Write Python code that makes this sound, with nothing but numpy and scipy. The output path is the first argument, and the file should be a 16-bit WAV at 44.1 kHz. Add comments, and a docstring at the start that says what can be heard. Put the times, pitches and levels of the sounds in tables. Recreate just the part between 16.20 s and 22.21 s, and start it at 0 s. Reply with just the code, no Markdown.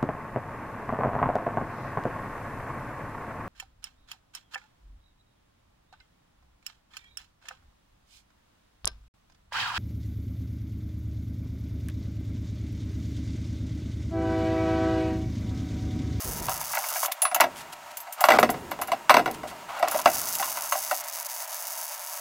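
"""At an open workshop door, a frame of square steel tubing is wire-welded on a wooden bench.
The arc, a train of short-circuit snaps, crackles and stops; a clamp clinks off, the frame is turned over
and clatters down (damped modes struck by blows), the clamp is dragged back and the arc starts again.
Gloves and sliding steel are shaped noise; a fan of noise and whines runs throughout, and a puff of wind
buffets the one close microphone near the start."""
import sys
import numpy as np
from scipy import signal
from scipy.fft import rfft, irfft
from scipy.io import wavfile
from scipy.ndimage import uniform_filter1d

SR = 44100
rng = np.random.default_rng(int(sys.argv[2]) if len(sys.argv) > 2 else 0)


def store_wav(level_fs):
    """Save 16-bit WAV to argv[1]."""
    pcm = np.round(np.clip(np.atleast_2d(level_fs), -1, 1) * 32767)
    wavfile.write(sys.argv[1], SR, pcm.T.astype(np.int16))


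N = 264860
TIME = np.arange(N) / SR


def undb(db):
    """Logarithmic level: decibels to amplitude gain."""
    return 10 ** (np.asarray(db) / 20)


def unit(x):
    """Power normalisation: scale to rms 1."""
    return x / np.sqrt(np.mean(x ** 2) + 1e-20)


def unit_attack(x, size=900):
    """Onset normalisation: scale so that the first 20 ms have rms 1."""
    return x / np.sqrt(np.mean(x[:size] ** 2) + 1e-20)


def curve(rows, axis=1):
    """Linear interpolation: one column of a table, joined by straight lines in time."""
    rows = np.array(rows)
    return np.interp(TIME, rows[:, 0], rows[:, axis])


def fade(t60, size):
    """Exponential decay by 60 dB in t60 seconds."""
    return np.exp(-np.log(1000) * TIME[:size] / max(t60, 1e-3))


def add(track, s, sound):
    """Superposition: mix a sound in at time s."""
    i = max(int(s * SR), 0)
    track[i:i + len(sound)] += sound[:max(N - i, 0)]


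def colour(x, points, size=4096):
    """Minimum-phase filtering: a causal response through (Hz, dB) points."""
    hz, db = np.transpose(points)
    bins = np.fft.rfftfreq(size, 1 / SR)
    response_db = np.interp(np.log(bins + 1), np.log(hz), db)
    cepstrum = irfft(np.log(undb(response_db)))
    # folding the cepstrum onto positive times makes the filter causal
    fold = 1 + np.sign(size // 2 - np.arange(size))
    fold[0] = 1
    impulse = irfft(np.exp(rfft(cepstrum * fold)))
    return signal.fftconvolve(x, impulse)[:len(x)]


def high_pass(x, hz, order=6):
    """Butterworth high-pass filtering."""
    return signal.sosfilt(signal.butter(order, hz, "highpass", fs=SR, output="sos"), x)


def noise(points, size=N):
    """Spectral shaping: coloured noise of rms 1."""
    return unit(colour(rng.standard_normal(size), points))


def walk(count):
    """Low-passed chance: a smooth wander with spread near 1, turning count times a second."""
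    k = SR // count
    steps = np.repeat(rng.standard_normal(N // k + 1), k)
    return 1.3 * uniform_filter1d(steps, k)[:N]


def scatter(x, t60, size=22050):
    """Diffuse reflection: a decaying noise tail with the energy of the direct sound."""
    tail = rng.standard_normal(size) * fade(t60, size) * (1 - fade(0.0031, size))
    return signal.fftconvolve(x, tail / np.linalg.norm(tail))[:N]


def burns(bead):
    """Gating: true while this bead is being laid."""
    return (TIME >= bead[0][0]) & (TIME <= bead[-1][0])


# The two beads. Each row: time in seconds, crackle level in dB.
BEADS = [
    [(0, -34), (0.25, -34), (0.32, -30.5), (0.45, -34), (0.78, -30), (0.858, -26)],
    [(3.69, -45), (3.78, -35.5), (4.0, -30), (4.4, -33.5), (4.7, -31), (4.86, -35), (5.1, -33),
     (5.7, -34.5), (5.87, -36), (6.01, -34)],
]
# Wire feed. Each row: time in seconds, nominal short circuits per second,
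# unevenness of the snaps in dB before the supply limits them.
WIRE_FEED = [(0, 384, 4), (0.3, 238, 0.5), (0.5, 323, 6.5), (0.62, 205, 0), (0.85, 335, 2), (3.7, 288, 18),
             (4.0, 453, 6.5), (4.6, 400, 5), (4.95, 272, 3.5), (6, 339, 2)]
# Faltering of the arc. Each row: middle in seconds, depth in dB.
STALLS = [(0.214, -23), (0.278, -11), (0.396, -8), (3.834, -28), (4.827, -50), (5.021, -6), (5.037, -15),
          (5.078, -24), (5.267, -20)]
# Spectrum of one snap. Each row: frequency in Hz, relative level in dB.
SNAP_COLOUR = [(450, -35), (700, -31), (1700, -8), (2700, -5.5), (3400, -9), (4600, -1.5), (6400, 4.5),
               (8400, -2), (9800, 1), (11000, 2.5), (13000, 0), (14200, -1), (15500, 1)]
# Echoes off tube, glove and bench. Each row: delay in ms, amplitude share (negative is inverted).
ECHOES = [(0.268, 0.014), (0.766, 0.12), (1.2, -0.13), (2.352, 0.36), (4.1, 0.16), (6.4, 0.093)]
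STALL_S = 0.014  # length of a stall
SNAP_SHARPNESS = 0.15  # 0-1


def arc(count=4000, scatter_db=-9, spatter_db=-10, hiss_db=-20.0, heave_db=1.88):
    """Relaxation process: the wire shorts into the pool and the arc snaps back, harder after a long wait."""
    rate = curve(WIRE_FEED)
    gaps = np.exp(.5 * rng.standard_normal(count))
    gaps /= gaps.mean()
    # the pool heaves, so the shorts come in runs
    expected_shorts = np.cumsum(rate * undb(heave_db * walk(count=70))) / SR
    at = np.searchsorted(expected_shorts, np.cumsum(gaps))
    at = np.minimum(at, N - 1)
    # the supply limits the current of the biggest snaps
    uneven_db = curve(WIRE_FEED, axis=2)[at] * rng.standard_normal(count)
    sizes = np.tanh(.35 * gaps ** .7 * undb(uneven_db))
    snaps = np.zeros(N)
    snaps[at] = unit(sizes) * np.sqrt(SR / rate[at]) * (at < N - 1)
    # a second pulse of random size, two samples later, gives each snap its own colour
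    snaps += .3 * np.roll(snaps * rng.standard_normal(N), 2)
    spatter = unit((rng.random(N) < 2 * rate / SR) * rng.standard_normal(N))
    hiss = undb(hiss_db + 2 * walk(count=150)) * rng.standard_normal(N)
    source = snaps + undb(spatter_db) * spatter + hiss
    source = source - SNAP_SHARPNESS * np.roll(source, 1)  # a faster collapse is brighter
    direct = unit(high_pass(colour(source, SNAP_COLOUR), 450, order=2))
    burning = sum(undb(curve(bead)) * burns(bead) for bead in BEADS)
    stall_db = sum(db * np.exp(-(2 * (TIME - s) / STALL_S) ** 4) for s, db in STALLS)
    direct = direct * burning * undb(stall_db)
    echoes = sum(share * np.interp(TIME - ms / 1000, TIME, direct, left=0) for ms, share in ECHOES)
    return direct + echoes + undb(scatter_db) * scatter(direct, t60=0.0082)


# Blows of frame and clamp on the bench. Each row: start in seconds, relative level in dB,
# brightness in dB, favoured pitch in Hz.
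KNOCKS = [(0.284, -24, 2, 970), (0.553, -31.5, 4.5, 1040), (0.572, -25, 1.5, 815), (0.758, -28.5, 1.5, 704),
          (0.831, -28, 5.5, 910), (0.849, -31, 6, 1007), (0.882, -27.5, -6, 700), (1.023, -24, -5, 790),
          (1.052, -26, 10, 1160), (1.114, -24, -5, 690), (1.146, -30.5, 8, 2720), (1.16, -19.5, -2.5, 730),
          (1.201, -12.5, -0.5, 630), (1.212, -20, 10, 950), (1.24, -16.5, -4, 675), (1.869, -34.5, -5, 715),
          (2.009, -17, -8, 800), (2.04, -13.5, 5, 1250), (2.086, -7.5, -2, 604), (2.105, -11.5, 1, 577),
          (2.119, -14.5, 1.5, 694), (2.139, -16, -8, 810), (2.187, -9.5, -2, 620), (2.229, -10, -0.5, 597),
          (2.291, -18, -4.5, 710), (2.341, -30, -2.5, 680), (2.516, -27.5, 2, 1100), (2.59, -27, -8.5, 710),
          (2.619, -27.5, 5, 1060), (2.682, -27.5, -4.5, 670), (2.718, -17, -0.5, 1120),
          (2.727, -26, -10, 740), (2.895, -12, 5.5, 1080), (2.903, -14.5, 6.5, 660), (2.908, -16, 1.5, 613),
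          (2.942, -12.5, 3.5, 1120), (2.968, -11.5, 2, 664), (2.993, -17.5, -4, 694),
          (3.059, -21.5, 1, 393), (3.077, -21, -7.5, 770), (3.233, -28, -6, 640), (3.312, -40, 4.5, 1000),
          (3.597, -24.5, -9, 610), (3.627, -12, -7, 720), (3.676, -27.5, 4, 990), (3.719, -30, 3, 971),
          (3.744, -17, -8, 638), (3.79, -29, 4, 1080), (3.858, -6.5, -2, 674), (3.955, -32, -4, 657),
          (4.198, -22, -7.5, 760), (4.226, -32, 10, 1010), (4.523, -24, 6.5, 1089), (4.553, -23.5, -8, 760),
          (4.712, -18.5, -1.5, 800)]
# Light taps while clamp and torch are handled. Each row: start in seconds, end in seconds,
# middle relative level in dB.
HANDLING = [(0.314, 0.7, -36.5), (4.289, 4.42, -36.5)]
TAP_GAP_S, TAP_SPREAD_DB, TAP_BRIGHT_DB, TAP_HZ = 0.095, 2.5, 8, 880  # mean gap and pitch
# each blow bounces back after this time, weaker and duller
REBOUND_S, REBOUND_DB, REBOUND_BRIGHT_DB = 0.015, -11.5, -0.5
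RATTLE_S, RATTLE_DB = 0.026, -18.5  # and chatters once more as it settles
# the thud grows as a power of the summed, decaying level of earlier blows (time constant in s)
THUD_DB, THUD_GROWTH, MEMORY_S = -10, 1.43, 0.29


def contacts():
    """Repeated impact: knocks, bounces and taps as rows (s, level dB, thud dB, brightness dB, pitch Hz)."""
    rows = list(KNOCKS)
    for s, level, bright, hz in KNOCKS:
        rows.append((s + REBOUND_S, level + REBOUND_DB, bright + REBOUND_BRIGHT_DB, hz))
        rows.append((s + RATTLE_S, level + RATTLE_DB, bright, hz))
    for start, end, level in HANDLING:
        chances = rng.standard_normal((20, 3))
        for s, (late, force, place) in zip(np.arange(start, end, TAP_GAP_S), chances):
            tap_s = s + 0.25 * TAP_GAP_S * late
            tap_hz = TAP_HZ * np.exp(0.067 * place)
            rows.append((tap_s, level + TAP_SPREAD_DB * force, TAP_BRIGHT_DB, tap_hz))
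    s, level, bright, hz = np.transpose(rows)
    since = s[:, None] - s
    earlier = ((since > 0) * np.exp(-np.abs(since) / MEMORY_S)) @ undb(level)
    thud = THUD_DB + THUD_GROWTH * 20 * np.log10(earlier + 0.02)
    return np.transpose([s, level, thud, bright, hz])


# Groups of close modes of the frame on the bench. Each row: centre in Hz, width in Hz, relative level in dB.
FRAME_MODES = [(170.4, 124, -7), (289.8, 140.6, 4.5), (434, 110, 1), (519.6, 91, -0.5), (625.6, 125, -1),
               (747, 116, 1.5), (1014, 254, 1.5), (1323, 210, -1), (1583, 240, -5), (1955, 216, -5),
               (2246, 330, -7.5), (2770, 425, 3), (3688, 830, -0.5), (4570, 990, -2), (5850, 1280, -4),
               (7920, 1100, -9), (11660, 7300, -3.5)]
# Borders between thud, body, clang and crack. Each entry: frequency in Hz.
REGISTER_HZ = [570, 900, 2500]
KNOCK_T60_S, MEDIUM_KNOCK_DB = 0.078, -17  # body ring time and level of a medium blow
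# light blows damp the frame less and ring longer; dull blows push for longer
RING_PER_DB, CONTACT_PER_DB = 0.02, 0.7
CRACK_DB, CRACK_SLOPE = -10.5, 1  # the crack of a blow of brightness 0, and its dB per dB of brightness


def knocks(blows, count=14, size=11000, body_db=-7, thud_db=-1, thud_ring=1.86, clang_ring=0.54,
           crack_ring=0.62, contact_t60=0.0016, thud_low_hz=130, body_low_hz=530, favour_db=7,
           favour_width=0.16):
    """Modal superposition: blows ring the same modes with new weights; the bench top damps them fast."""
    centre, width, db = np.repeat(FRAME_MODES, count, axis=0).T
    place = (np.arange(len(centre)) % count + rng.random(len(centre))) / count
    hz = centre + width * (place - .5)
    phase = hz[:, None] * TIME[:size] + rng.random((len(hz), 1))
    partials = undb(db)[:, None] * np.sin(2 * np.pi * phase)
    register = np.digitize(centre, REGISTER_HZ)
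    groups = [register == k for k in np.unique(register)]
    thuds, rings = np.zeros(N), np.zeros(N)
    ring_times = (thud_ring, 1, clang_ring, crack_ring)
    tracks = (thuds, rings, rings, rings)
    for s, level, thud, bright, main_hz in blows:
        # the push builds while the surfaces meet
        rise = 2 - fade(contact_t60 * np.exp(-CONTACT_PER_DB * bright), size)
        t60 = KNOCK_T60_S * np.exp(-RING_PER_DB * (level - MEDIUM_KNOCK_DB))
        # the point of contact favours the modes near one pitch
        favour = np.exp(-(np.log(hz / main_hz) / favour_width) ** 2)
        weights = rng.standard_normal(len(hz)) * undb(favour_db * favour)
        levels = (thud + thud_db, 0, bright, CRACK_DB + CRACK_SLOPE * bright)
        for group, part_db, ring, track in zip(groups, levels, ring_times, tracks):
            sound = weights[group] @ partials[group] * fade(t60 * ring, size) * rise
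            add(track, s, undb(level + body_db + part_db) * unit_attack(sound))
    # modes radiate little below their own pitch
    return high_pass(thuds, thud_low_hz, order=2) + high_pass(rings, body_low_hz, order=10)


# Modes in which the tubing sings on after a blow. Each row: frequency in Hz, relative level in dB.
TUBE_MODES = [(237, -5), (320, 21), (405, -26), (466, -26), (618, 6), (697, 1), (724, -2), (1011, 0.5),
              (1100, -7.5), (1348, -18), (1436, -9), (1899, -10.5), (1961, -36), (2216, -21), (2289, -23.5),
              (2597, -6.5), (2780, -28), (3748, -21), (5230, -10), (7386, -23)]


def tubing(blows, size=26000, ring_db=-26, ring_t60=0.22):
    """Free vibration: the hollow steel rings on after each blow; its lowest modes need a thudding one."""
    hz, db = np.transpose(TUBE_MODES)
    swell = fade(ring_t60, size) * (1 - fade(0.035, size))
    partials = np.sin(2 * np.pi * hz[:, None] * TIME[:size]) * swell
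    out = np.zeros(N)
    for s, level, thud, *_ in blows:
        low_db = (thud - 13) * (hz < REGISTER_HZ[0])
        weights = undb(db + low_db + 2 * rng.standard_normal(len(hz)))
        signs = rng.choice([-1, 1], len(hz))
        add(out, s, undb(level + ring_db) * (weights * signs) @ partials)
    return out


# Steel touching steel. Each row: start in seconds, relative level in dB, favoured pitch in Hz
# (14300, away from every mode, gives an unpitched jangle), ring time of a favoured mode in seconds.
CLINKS = [(0.551, -30.5, 12200, 0.038), (0.689, -31, 12900, 0.055), (0.859, -25.5, 10000, 0.034),
          (0.921, -28, 15200, 0.034), (1.019, -16, 10015, 0.2), (1.146, -19.5, 6370, 0.06),
          (1.207, -17.5, 11300, 0.012), (1.771, -32, 13800, 0.072), (1.803, -37.5, 12500, 0.094),
          (1.925, -33.5, 8750, 0.08), (2.007, -25, 14300, 0.3), (2.051, -30, 14300, 0.13),
          (2.196, -28.5, 14300, 0.15), (2.302, -29, 12500, 0.07), (2.512, -37.5, 11300, 0.054),
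          (2.615, -29.5, 11220, 0.08), (2.674, -38.5, 11200, 0.07), (3.112, -38.5, 11350, 0.025),
          (3.593, -41.5, 11200, 0.04), (3.684, -29, 7430, 0.0078), (3.712, -27, 10000, 0.14),
          (4.152, -25.5, 7450, 0.053), (4.524, -25.5, 6450, 0.099)]
# Ringing of the clamp. Each row: frequency in Hz, relative level in dB.
CLAMP_MODES = [(2778, 5), (3935, -12), (4635, -11), (5006, 2), (6380, 7), (7386, 11.5), (7700, -22),
               (7973, -4), (8770, 3.5), (9755, 10), (10015, -6.5), (10340, 12), (11090, -10), (11320, 13.5),
               (12040, -18), (12510, 7), (12930, -2.5), (13330, 17.5), (13850, -23), (15170, 12.5),
               (15600, 0)]
PURITY_DB_PER_S = 149  # the longer a clink rings, the more a mode at its favoured pitch stands out


def clinks(size=13000, tick_db=3, tick_t60=0.04, sizzle_db=-6, focus_hz=150, detune_hz=170,
           chatter_share=0.024, held_t60=0.086):
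    """Selective excitation: after a hard tick, modes near one pitch are favoured; the grip damps the rest."""
    hz, db = np.transpose(CLAMP_MODES)
    out = np.zeros(N)
    for s, level, main_hz, t60 in CLINKS:
        main_db = PURITY_DB_PER_S * t60
        favour = np.exp(-((hz - main_hz) / focus_hz) ** 2) * np.tanh(main_db / 8)
        # the grip shifts the other modes
        pitch = hz + detune_hz * (1 - favour) * rng.standard_normal(len(hz))
        free, held = fade(t60, size), fade(min(t60, held_t60), size)
        # chattering contact smears the held modes
        drift = np.cumsum(rng.standard_normal((len(hz), size)), axis=1)
        chatter = chatter_share * (1 - favour[:, None]) * drift
        phase = pitch[:, None] * TIME[:size] + chatter + rng.random((len(hz), 1))
        partials = np.sin(2 * np.pi * phase) * (held + favour[:, None] * (free - held))
        spread_db = 0.7 * (0.5 + favour) * rng.standard_normal(len(hz))
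        ring = undb(db + main_db * favour + spread_db) @ partials / 2
        contact = noise([(600, 2), (2500, 9.5), (7000, 11.5), (13000, -6)], size=size)
        tick = contact * (undb(tick_db) * fade(tick_t60, size) + undb(sizzle_db) * held)
        add(out, s, undb(level - 3.5) * unit_attack(ring + tick))
    return high_pass(out, 930)


# Steel sliding on the bench. Each row: start in seconds, length in seconds, level in dB.
SLIDES = [(0.26, 0.28, -44.5), (0.61, 0.23, -39.5), (1.977, 0.19, -35.5), (2.101, 0.074, -28),
          (3.484, .11, -34.5), (3.605, 0.2, -36.5), (3.897, 0.59, -43)]
# Spectrum of the sliding. Each row: frequency in Hz, relative level in dB.
SLIDE_COLOUR = [(400, -22.5), (620, 1.5), (1000, 2.5), (1200, 3.5), (1430, 2), (1700, -11), (2600, -9.5),
                (5000, -19), (12000, -29), (16000, -31)]


def slides(grain_db=2.0, jerk_db=2.0):
    """Stick-slip friction: rough steel catches and slips on the boards in dense, uneven grains."""
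    push = sum(undb(db) * ((TIME > s) & (TIME < s + length)) for s, length, db in SLIDES)
    unevenness_db = grain_db * walk(count=900) + jerk_db * walk(count=40)
    grains = rng.standard_normal(N) * undb(unevenness_db)
    return uniform_filter1d(push, size=300) * unit(colour(grains, SLIDE_COLOUR))


# Leather gloves brushing the steel. Each row: middle in seconds, length in seconds, middle level in dB.
BRUSHES = [(0.922, 0.012, -32.5), (1.393, 0.07, -42), (1.532, 0.017, -39), (1.714, 0.013, -44.5),
           (3.148, 0.023, -44), (3.293, 0.042, -44.5)]
# Spectrum of the leather. Each row: frequency in Hz, relative level in dB.
GLOVE_COLOUR = [(400, -49), (700, 7), (1900, 3.5), (3000, 3.5), (6000, -0.5), (11000, -2.5), (16000, -13)]


def gloves(grain_db=3):
    """Dry friction: stiff leather rubs in short swells of grainy noise."""
    rub = sum(undb(db) * np.exp(-(2 * (TIME - s) / length) ** 4) for s, length, db in BRUSHES)
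    return rub * noise(GLOVE_COLOUR) * undb(grain_db * walk(count=500))


# Spectrum of the rumble. Each row: frequency in Hz, relative level in dB.
RUMBLE_COLOUR = [(20, -7), (45, -12), (70, 4.5), (100, 0), (150, 3), (250, 3), (420, 2), (700, -12.5),
                 (1500, -19), (5000, -29)]


def rumble(blows, size=60000, rumble_db=-28.5, force_share=0.77, thud_share=0.71, rumble_t60=1.42,
           least_thud_db=-28):
    """Energy summation: after thudding blows a low noise swells and fades over about a second."""
    power = np.zeros(N)
    swell = fade(rumble_t60, size) * (1 - fade(0.28, size))
    for s, level, thud, *_ in blows:
        if thud > least_thud_db:
            level_db = force_share * level + thud_share * thud + rumble_db
            add(power, s, (undb(level_db) * swell) ** 2)
    return np.sqrt(power) * noise(RUMBLE_COLOUR)


# Spectrum of the rushing air and the arc's low roar. 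Each row: frequency in Hz, relative level in dB.
RUSH_COLOUR = [(30, -42), (300, -34), (480, -25), (600, 1.5), (720, -0.5), (830, -2.5), (950, 1.5),
               (1100, -3.5), (1350, -6), (2200, -9.5), (3600, -16.5), (7000, -20), (11000, -24),
               (16000, -25.5)]
# Whines of the fan. Each row: middle frequency in Hz, rms level in dB.
FAN_LINES = [(942, -54), (1314, -58), (2815, -65), (6568, -67.5), (7510, -68)]
# steady fan rush; what the arc's own low roar adds to it; the time over which the roar comes and goes
RUSH_DB, ROAR_DB, ROAR_SMOOTH_S = -46, 3, 0.13


def fan_and_roar(flutter_db=1.0, waver_hz=4):
    """Broadband and tonal flow noise: a steady fan rush with whines, plus the arc's low roar as it burns."""
    burning = sum(1.0 * burns(bead) for bead in BEADS)
    roar = uniform_filter1d(burning, int(ROAR_SMOOTH_S * SR))
    # the fan and the roar share one noise
    rush = noise(RUSH_COLOUR) * undb(RUSH_DB + ROAR_DB * roar + flutter_db * walk(count=20))
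    whine = np.zeros(N)
    for hz, db in FAN_LINES:
        cycles = np.cumsum(hz + waver_hz * walk(count=40)) / SR
        whine += undb(db) * np.sqrt(2) * np.sin(2 * np.pi * cycles)
    return rush + whine


# Spectrum of the wind. Each row: frequency in Hz, relative level in dB.
GUST_COLOUR = [(20, -28), (45, 0), (170, -2.5), (280, -11.5), (450, -9), (900, -40), (3000, -63)]
# start; rise time; age at which the decay begins; decay time; level
GUST_S, GUST_ATTACK_S, GUST_HOLD_S, GUST_T60_S, GUST_DB = 0.038, 0.02, 0.16, 0.8, -37.5


def gust(buffet_db=2):
    """Turbulent pressure: a puff of wind buffets the microphone; it rises, holds and dies away."""
    age = TIME - GUST_S
    rise = np.clip(age / GUST_ATTACK_S, 0, 1)
    decay = np.exp(-np.log(1000) * np.maximum(age - GUST_HOLD_S, 0) / GUST_T60_S)
    return noise(GUST_COLOUR) * rise * decay * undb(GUST_DB + buffet_db * walk(count=30))


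# Colour of the workshop's ring. Each row: frequency in Hz, relative level in dB.
SHOP_COLOUR = [(100, -1), (700, -21), (2000, 12.5), (6000, -1), (15000, 12)]


def workshop(work):
    """Reverberation: a faint, short diffuse ring of the workshop behind the work."""
    return undb(-19.5) * colour(scatter(work, t60=0.09), SHOP_COLOUR)


def scene():
    """Superposition of all sources, identical in both channels."""
    blows = contacts()
    work = arc() + knocks(blows) + tubing(blows) + clinks() + slides() + gloves()
    mono = work + rumble(blows) + fan_and_roar() + gust() + workshop(work)
    return np.tile(mono, (2, 1))


TOP_HZ = 15900  # cutoff of the low-pass


def record(dry):
    """Saturation and band limiting: the loudest peaks are rounded and the top is cut."""
    rounded = dry / (1 + dry ** 4) ** .25
    top = signal.firwin(255, TOP_HZ, window="blackman", fs=SR)
    return signal.fftconvolve(rounded, top[None], mode="same", axes=1)


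dry = scene()
out = record(dry)
store_wav(out)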